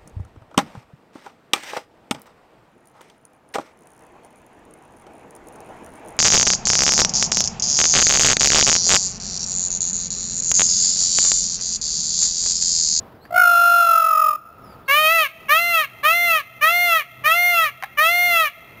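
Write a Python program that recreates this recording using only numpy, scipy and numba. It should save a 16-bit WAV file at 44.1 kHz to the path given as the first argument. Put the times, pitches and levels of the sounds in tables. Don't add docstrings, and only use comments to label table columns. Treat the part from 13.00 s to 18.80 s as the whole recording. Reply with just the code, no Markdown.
import sys
import numpy as np
from scipy import signal
from scipy.fft import rfft, irfft, next_fast_len
from scipy.io import wavfile
from scipy.ndimage import uniform_filter1d, map_coordinates
from numba import njit

SR = 44100
rng = np.random.default_rng(int(sys.argv[2]) if len(sys.argv) > 2 else 0)


def materialize(psi):
    bounded = np.clip(np.atleast_2d(psi).T, -1, 1)
    quanta = np.round(bounded * 32767).astype(np.int16)
    wavfile.write(sys.argv[1], SR, quanta)


N = 255766
T = np.arange(N) / SR


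def undb(db):
    return 10 ** (np.asarray(db) / 20)


def unit(x):
    return x / np.sqrt(np.mean(x ** 2) + 1e-20)


def columns(rows, at):
    first, *others = np.transpose(rows)
    return [np.interp(at, first, values) for values in others]


def spectrum_db(points, hz):
    point_hz, point_db = np.transpose(points)
    return np.interp(np.log(np.maximum(hz, 1)), np.log(point_hz), point_db)


def noise(points, size):
    n = next_fast_len(size, True)
    white = rfft(rng.standard_normal(n))
    gain = undb(spectrum_db(points, np.fft.rfftfreq(n, 1 / SR)))
    return unit(irfft(white * gain, n)[:size])


def walk(rate, size):
    place = np.arange(size) * rate / SR
    return map_coordinates(rng.standard_normal(size // 8), [place], order=2, mode="wrap")


def gate(t, start, end, fade):
    return np.clip(np.minimum(t - start, end - t) / fade, 0, 1)


AIR_LEVEL_DB, AIR_DB_PER_S = -44.8, -.7
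GUST_DB, GUST_S = 6, .07
HUM_HZ, HUM_DB = 126, -55
# frequency_hz, level_db
AIR_COLOUR = [(25, -20), (58, -4), (120, -0.5), (200, -3.5), (320, -6), (640, -7), (1200, -11.5),
              (2000, -22.5), (3000, -28), (4800, -34), (7500, -49)]


def air(flicker_db=2.5):
    rush_db = AIR_LEVEL_DB + AIR_DB_PER_S * T + GUST_DB * np.exp(-T / GUST_S) + flicker_db * walk(9, N)
    hum_hz = HUM_HZ * (1 + 0.0495 * walk(15, N))
    hum = np.sin(2 * np.pi * np.cumsum(hum_hz) / SR) * undb(HUM_DB + 3.9 * walk(7.6, N))
    return noise(AIR_COLOUR, N) * undb(rush_db) + hum


# start_s, length_s, from_hz, to_hz, level_db
BIRD_WHISTLES = [(0.141, .04, 5300, 4600, -68), (0.198, 0.086, 3900, 4930, -55.5),
                 (1.62, 0.075, 5525, 4810, -55), (1.66, 0.1, 5120, 4470, -55.5),
                 (1.696, 0.032, 2200, 2405, -61), (1.722, .03, 3210, 3504, -65),
                 (1.814, 0.057, 3110, 3890, -65), (1.852, 0.037, 4510, 4150, -58)]


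def songbird(waver=0.027):
    out = np.zeros(N)
    wobble = 1 + waver * walk(640, N)
    for start, length, from_hz, to_hz, db in BIRD_WHISTLES:
        live = (T > start) & (T < start + length)
        progress = (T[live] - start) / length
        hz = (from_hz + (to_hz - from_hz) * progress) * wobble[live]
        out[live] += undb(db) * np.sin(np.pi * progress) * np.sin(2 * np.pi * np.cumsum(hz) / SR)
    return out


def garden(x, near_db=-14, near_t60=0.15, near_rise_s=0.0084, far_db=-28, far_t60=1.8, far_rise_s=0.041):
    t = T[:int(1.5 * SR)]
    near_colour = [(300, -15), (700, -5), (1300, 0), (1800, 1),
                   (2400, 2.5), (3200, 3.0), (4500, 7), (7500, -23)]
    far_colour = [(300, -5), (700, 3), (1200, -4), (1400, 2), (1700, -4),
                  (2120, 4), (2800, 1), (4000, 0), (7500, -8.0)]
    near = noise(near_colour, len(t)) * undb(-60 * t / near_t60) * np.clip(t / near_rise_s - .5, 0, 1)
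    far = noise(far_colour, len(t)) * undb(-60 * t / far_t60) * np.clip(t / far_rise_s, 0, 1)
    both = undb(near_db) * unit(near) + undb(far_db) * unit(far)
    response = both / np.sqrt(len(t)) / 2
    return signal.fftconvolve(x, response)[:N]


# start_s, level_db (peak, before a shared boost of 1.2 times), ring_s
CLUCK_PUFFS = [(.253, -35.5, .005), (4.825, -13.5, 0.0025), (4.836, -10, 0.0034), (4.8415, -18, 0.0035)]
# frequency_hz, width_hz, level_db
CLUCK_RESONANCES = [(802, 140, 12), (1090, 160, 8.5), (1650, 400, 4.5), (2200, 200, -22), (2610, 200, -25),
                    (3710, 400, -41)]


def clucks():
    out = np.zeros(N)
    t = np.arange(SR // 10) / SR
    puff_colour = [(300, -24), (550, -12), (800, 0.0), (2000, 1.5), (3000, -5), (4500, -11), (7500, -20)]
    for start, db, ring in CLUCK_PUFFS:
        puff = noise(puff_colour, len(t)) * np.exp(-t / ring)
        sound = 0
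        for hz, width_hz, mode_db in CLUCK_RESONANCES:
            b, a = signal.iirpeak(hz, hz / width_hz, fs=SR)
            sound = sound + undb(mode_db) * signal.lfilter(b, a, puff)
        i = int(start * SR)
        out[i:i + len(t)] += 1.2 * undb(db) * sound / np.abs(sound).max()
    return out


WAIL_START_S, WAIL_END_S = .303, 1.3755
WAIL_SETTLE_S, WAIL_RELEASE_S, WAIL_RELEASE_DB = 0.15, 0.14, 20
WAIL_ONSET_THIRD_DB = 26
THROB_START_HZ, THROB_REST_HZ, THROB_SLOWING_S = 57.28, 44.88, .258
THROB_HELD, THROB_ONSET, THROB_SAG = 0.28, 0.69, 0.65
THROB_GAP, THROB_GAP_S = 1.1, 0.037
# time_s, pitch_hz
WAIL_GLIDE = [(.309, 682.4), (.37, 734.7), (.47, 700), (.55, 693), (.78, 693), (.97, 669), (1.26, 631.2),
              (1.37, 622.5)]
# held_level_db, attack_s,
# attack_rise_db, until_settled_db (change), sagged_db (change), sag_lateness (power; 1 follows the pitch)
WAIL_PARTS = [(-12.5, 0.038, 16.5, -5, -12.5, 1.1), (-.3, 0.059, 46.5, 0, -3.5, 1.2),
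              (-21.3, 0.053, 36, -10, -9.5, 3)]
# partial_number, high_pitch_db, sagged_pitch_db
WAIL_UPPER_PARTIALS = [(3, -15.5, -5), (4, 0, 0.5), (5, -8, -13), (6, -5.5, -14.5), (7, -16.5, -17),
                       (8, -19, -14), (9, -17, -18), (10, -16, -17)]


def wail(jitter=0.002, throb_jitter=0.014, shimmer=.04, first_throb=0.34, upper_throb=0.45, rasp_db=-51,
         sag_from_hz=690, sag_span_hz=41, upper_swing=0.68, first_throb_s=.0074):
    live = (T > WAIL_START_S) & (T < WAIL_END_S)
    t = T[live]
    age, left = t - WAIL_START_S, WAIL_END_S - t
    hz, = columns(WAIL_GLIDE, t)
    onset = 1 / (1 + (age / WAIL_SETTLE_S) ** 6)
    sag = np.clip((sag_from_hz - hz) / sag_span_hz, 0, 1)
    rate = THROB_REST_HZ + (THROB_START_HZ - THROB_REST_HZ) * np.exp(-age / THROB_SLOWING_S)
    depth = THROB_HELD + THROB_ONSET * onset + THROB_SAG * sag
    gap = THROB_GAP * np.exp(-np.minimum(age, left) / THROB_GAP_S)
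    release_db = WAIL_RELEASE_DB * np.clip(1 - left / WAIL_RELEASE_S, 0, 1) ** 2

    def part_db(held_db, attack, rise_db, onset_db, sag_db, lateness):
        rising_db = held_db - rise_db * np.exp(-(age / attack) ** 2)
        return rising_db + onset_db * onset + sag_db * sag ** lateness - release_db

    first_db, second_db, upper_db = (part_db(*row) for row in WAIL_PARTS)
    unsteady = 1 + (jitter + throb_jitter * depth ** 2) * walk(250, len(t))
    phase = 2 * np.pi * np.cumsum(hz * unsteady) / SR
    flutter = 2 * np.pi * (np.cumsum(rate) / SR - THROB_START_HZ * first_throb_s)

    def partial(k, beat, swing=0):
        throb = (1 + beat * np.exp(-1j * flutter)) / np.sqrt(1 + beat ** 2)
        tone = np.exp(1j * (k * phase + swing * np.cos(flutter)))
        return np.sqrt(2) * np.real(throb * tone) * (1 + shimmer * (1 + depth) * walk(100.2, len(t)))

    voice = undb(first_db) * partial(1, first_throb * depth) + undb(second_db) * partial(2, depth)
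    for k, high_db, low_db in WAIL_UPPER_PARTIALS:
        db = upper_db + high_db + (low_db - high_db) * sag + WAIL_ONSET_THIRD_DB * onset * (k == 3)
        voice += undb(db) * partial(k, upper_throb * depth, upper_swing * (0.38 + depth))
    rasp_colour = [(300, -21), (700, 10), (1400, 7), (1800, -23), (2700, -15), (3800, -16), (7000, -31)]
    rasp = noise(rasp_colour, len(t))
    voice += undb(second_db + rasp_db) * rasp * (1 + depth * np.cos(flutter))
    pulses = np.exp(gap * np.cos(flutter)) / np.sqrt(np.i0(2 * gap))
    out = np.zeros(N)
    out[live] = voice * pulses * gate(t, WAIL_START_S, WAIL_END_S, 0.0046)
    return out


HONK_ATTACK_S, HONK_RELEASE_S = 0.04, 0.059
HONK_PUSH_S = 0.12
STRAIN_FROM_HZ, STRAIN_SPAN_HZ = 663.8, 44
STRAIN_BRIGHT_DB, END_BRIGHT_DB = .7, 4.5
SLACK_THIRD_DB, STRAIN_THIRD_DB = 3, -1.5
TOP_SHIMMER, FLANK_SHIMMER = .014, .11
# frequency_hz, level_db
THROAT_COLOUR = [(550, -6.5), (700, -7.8), (1100, 4.5), (1300, 1.5), (1750, -1), (2150, 2.3), (2450, 2),
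                 (2700, .7), (3200, -7.5), (3650, -16), (4200, -16), (4700, -23.5), (5700, -32),
                 (7500, -36)]
# partial_number, change_db
STRAIN_CHANGE = [(1, 3.5), (2, -13.5), (3, 6.5), (4, -12), (5, 3), (6, 3.5), (7, -7), (8, 7), (9, 2)]
ARCH_SHAPE = [1.0, .68, .41, .14, 0.034, 0.015, 0.033, .16, .36, .64, 1.16]
STEPPED_ARCH_SHAPE = [1.02, .84, .59, .41, .36, .29, .085, 0.017, .19, .58, 1.1]
# start_s, length_s, top_pitch_hz, drop_hz, lean (power; under 1 peaks early), level_db,
# opening_push_db, strain_change_db, brightness_db_per_octave, ground_lag_ms, ground_bounce (0-1),
# second_lag_ms, second_bounce (0-1)
HONK_ROWS = [ (1.878, .401, 668.7, 129.3, 0.98, -5, -4, -13, 1, 2.105, 0.23, 1.35, 0.26),
             (2.483, 0.38, 694.1, 146.2, 0.94, -8, 4.5, -5.5, 1, 2.031, 0.54, 3.68, 0.23),
             (3.029, 0.39, 698.3, 131.8, 0.92, -7.5, 1.5, -2.5, 0.2, 2.07, 0.39, 3.71, 0.24),
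             (3.609, 0.42, 707.4, 131.1, 0.91, -7, 1, -2, 0.36, 1.965, 0.42, 3.7, 0.2),
             (4.237, .465, 708.7, 133.4, .89, -7, 0.5, -1.5, 0, 1.975, 0.55, 3.68, 0.39),
             (4.971, .524, 709.2, 134.3, 0.91, -7, 0.5, -2.5, 0.6, 1.966, .49, 3.39, 0.22), ]


def honk(row, arch, jitter=0.00035, slack_jitter=0.014, slack_shimmer=0.27, rasp_db=-61, slack_rasp_db=40,
         rise_s=0.048, fall_s=0.053, dying_s=0.027, count=13):
    (start, length, top_hz, drop_hz, lean, level_db, push_db, strain_db, tilt_db,
     ground_ms, ground, second_ms, second) = row
    live = (T > start) & (T < start + length)
    t = T[live]
    age, left = t - start, start + length - t
    step = (len(arch) - 1) * (age / length) ** lean
    hz = top_hz - drop_hz * map_coordinates(np.array(arch, float), [step], order=3, mode="nearest")
    strain = np.clip((hz - STRAIN_FROM_HZ) / STRAIN_SPAN_HZ, 0, 1.2)
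    slack = np.maximum(np.exp(-age / rise_s), np.exp(-left / fall_s)) * np.clip(1 - strain, 0, 1)
    envelope = np.clip(np.minimum(age / HONK_ATTACK_S, left / HONK_RELEASE_S), 0, 1)
    db = level_db + push_db * np.exp(-(age / HONK_PUSH_S) ** 2) + strain_db * strain
    bright_db = tilt_db + STRAIN_BRIGHT_DB * strain + END_BRIGHT_DB * np.exp(-left / dying_s)
    third_db = SLACK_THIRD_DB * slack + STRAIN_THIRD_DB * strain
    unsteady = 1 + (jitter + slack_jitter * slack) * walk(500, len(t))
    phase = 2 * np.pi * np.cumsum(hz * unsteady) / SR
    uneven = 1 + slack_shimmer * slack * walk(350, len(t))
    shimmer = TOP_SHIMMER + FLANK_SHIMMER * np.clip((top_hz - hz) / drop_hz * 2, 0, 1)
    voice, power = 0, 0
    for k in range(1, count):
        partial_hz = k * hz
        colour_db = spectrum_db(THROAT_COLOUR, partial_hz) + strain * columns(STRAIN_CHANGE, k)[0]
        colour_db = colour_db + bright_db * np.log2(k / 2) + third_db * (k == 3)
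        turn = -2j * np.pi * partial_hz / 1000
        bounces = 1 - ground * np.exp(turn * ground_ms) + second * np.exp(turn * second_ms)
        gain = undb(colour_db) * bounces
        tone = np.exp(1j * (k * phase + 0.603 * k * k))
        voice += np.real(gain * tone) * (1 + shimmer * walk(68.5, len(t)))
        power += np.abs(gain) ** 2 / 2
    voice *= uneven / np.sqrt(uniform_filter1d(power, size=3000))
    rasp_gain = undb(rasp_db + slack_rasp_db * np.sqrt(slack))
    rasp = noise(THROAT_COLOUR, len(t)) * (1 + np.cos(phase)) * rasp_gain
    rasp = signal.sosfilt(signal.butter(2, 600, "high", fs=SR, output="sos"), rasp)
    out = np.zeros(N)
    out[live] = (voice + rasp) * undb(db) * envelope
    return out


@njit
def follow(x, attack, release):
    out, e = np.empty(len(x)), 0.
    for i in range(len(x)):
        e += (abs(x[i]) - e) * (attack if abs(x[i]) > e else release)
        out[i] = e
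    return out


def scene():
    honks = honk(HONK_ROWS[0], STEPPED_ARCH_SHAPE) + sum(honk(row, ARCH_SHAPE) for row in HONK_ROWS[1:])
    birds = wail() + honks + clucks() + songbird()
    return (birds + garden(birds) + air())[None]


AGC_THRESHOLD_DB, AGC_SHARE, AGC_ATTACK_S, AGC_RELEASE_S = -17, .6, 0.011, 0.23
CAMERA_RATE = 16004
TOP_HZ = 15700


def record(dry):
    loudness = follow(dry[0], 1 / (AGC_ATTACK_S * SR), 1 / (AGC_RELEASE_S * SR))
    gain = np.maximum(loudness / undb(AGC_THRESHOLD_DB), 1) ** -AGC_SHARE
    slow = signal.resample_poly(dry * gain, CAMERA_RATE, SR, axis=1)
    held = slow[:, np.arange(N) * CAMERA_RATE // SR]
    return signal.sosfilt(signal.ellip(10, .2, 80, TOP_HZ, fs=SR, output="sos"), held)


dry = scene()
out = record(dry)
materialize(out)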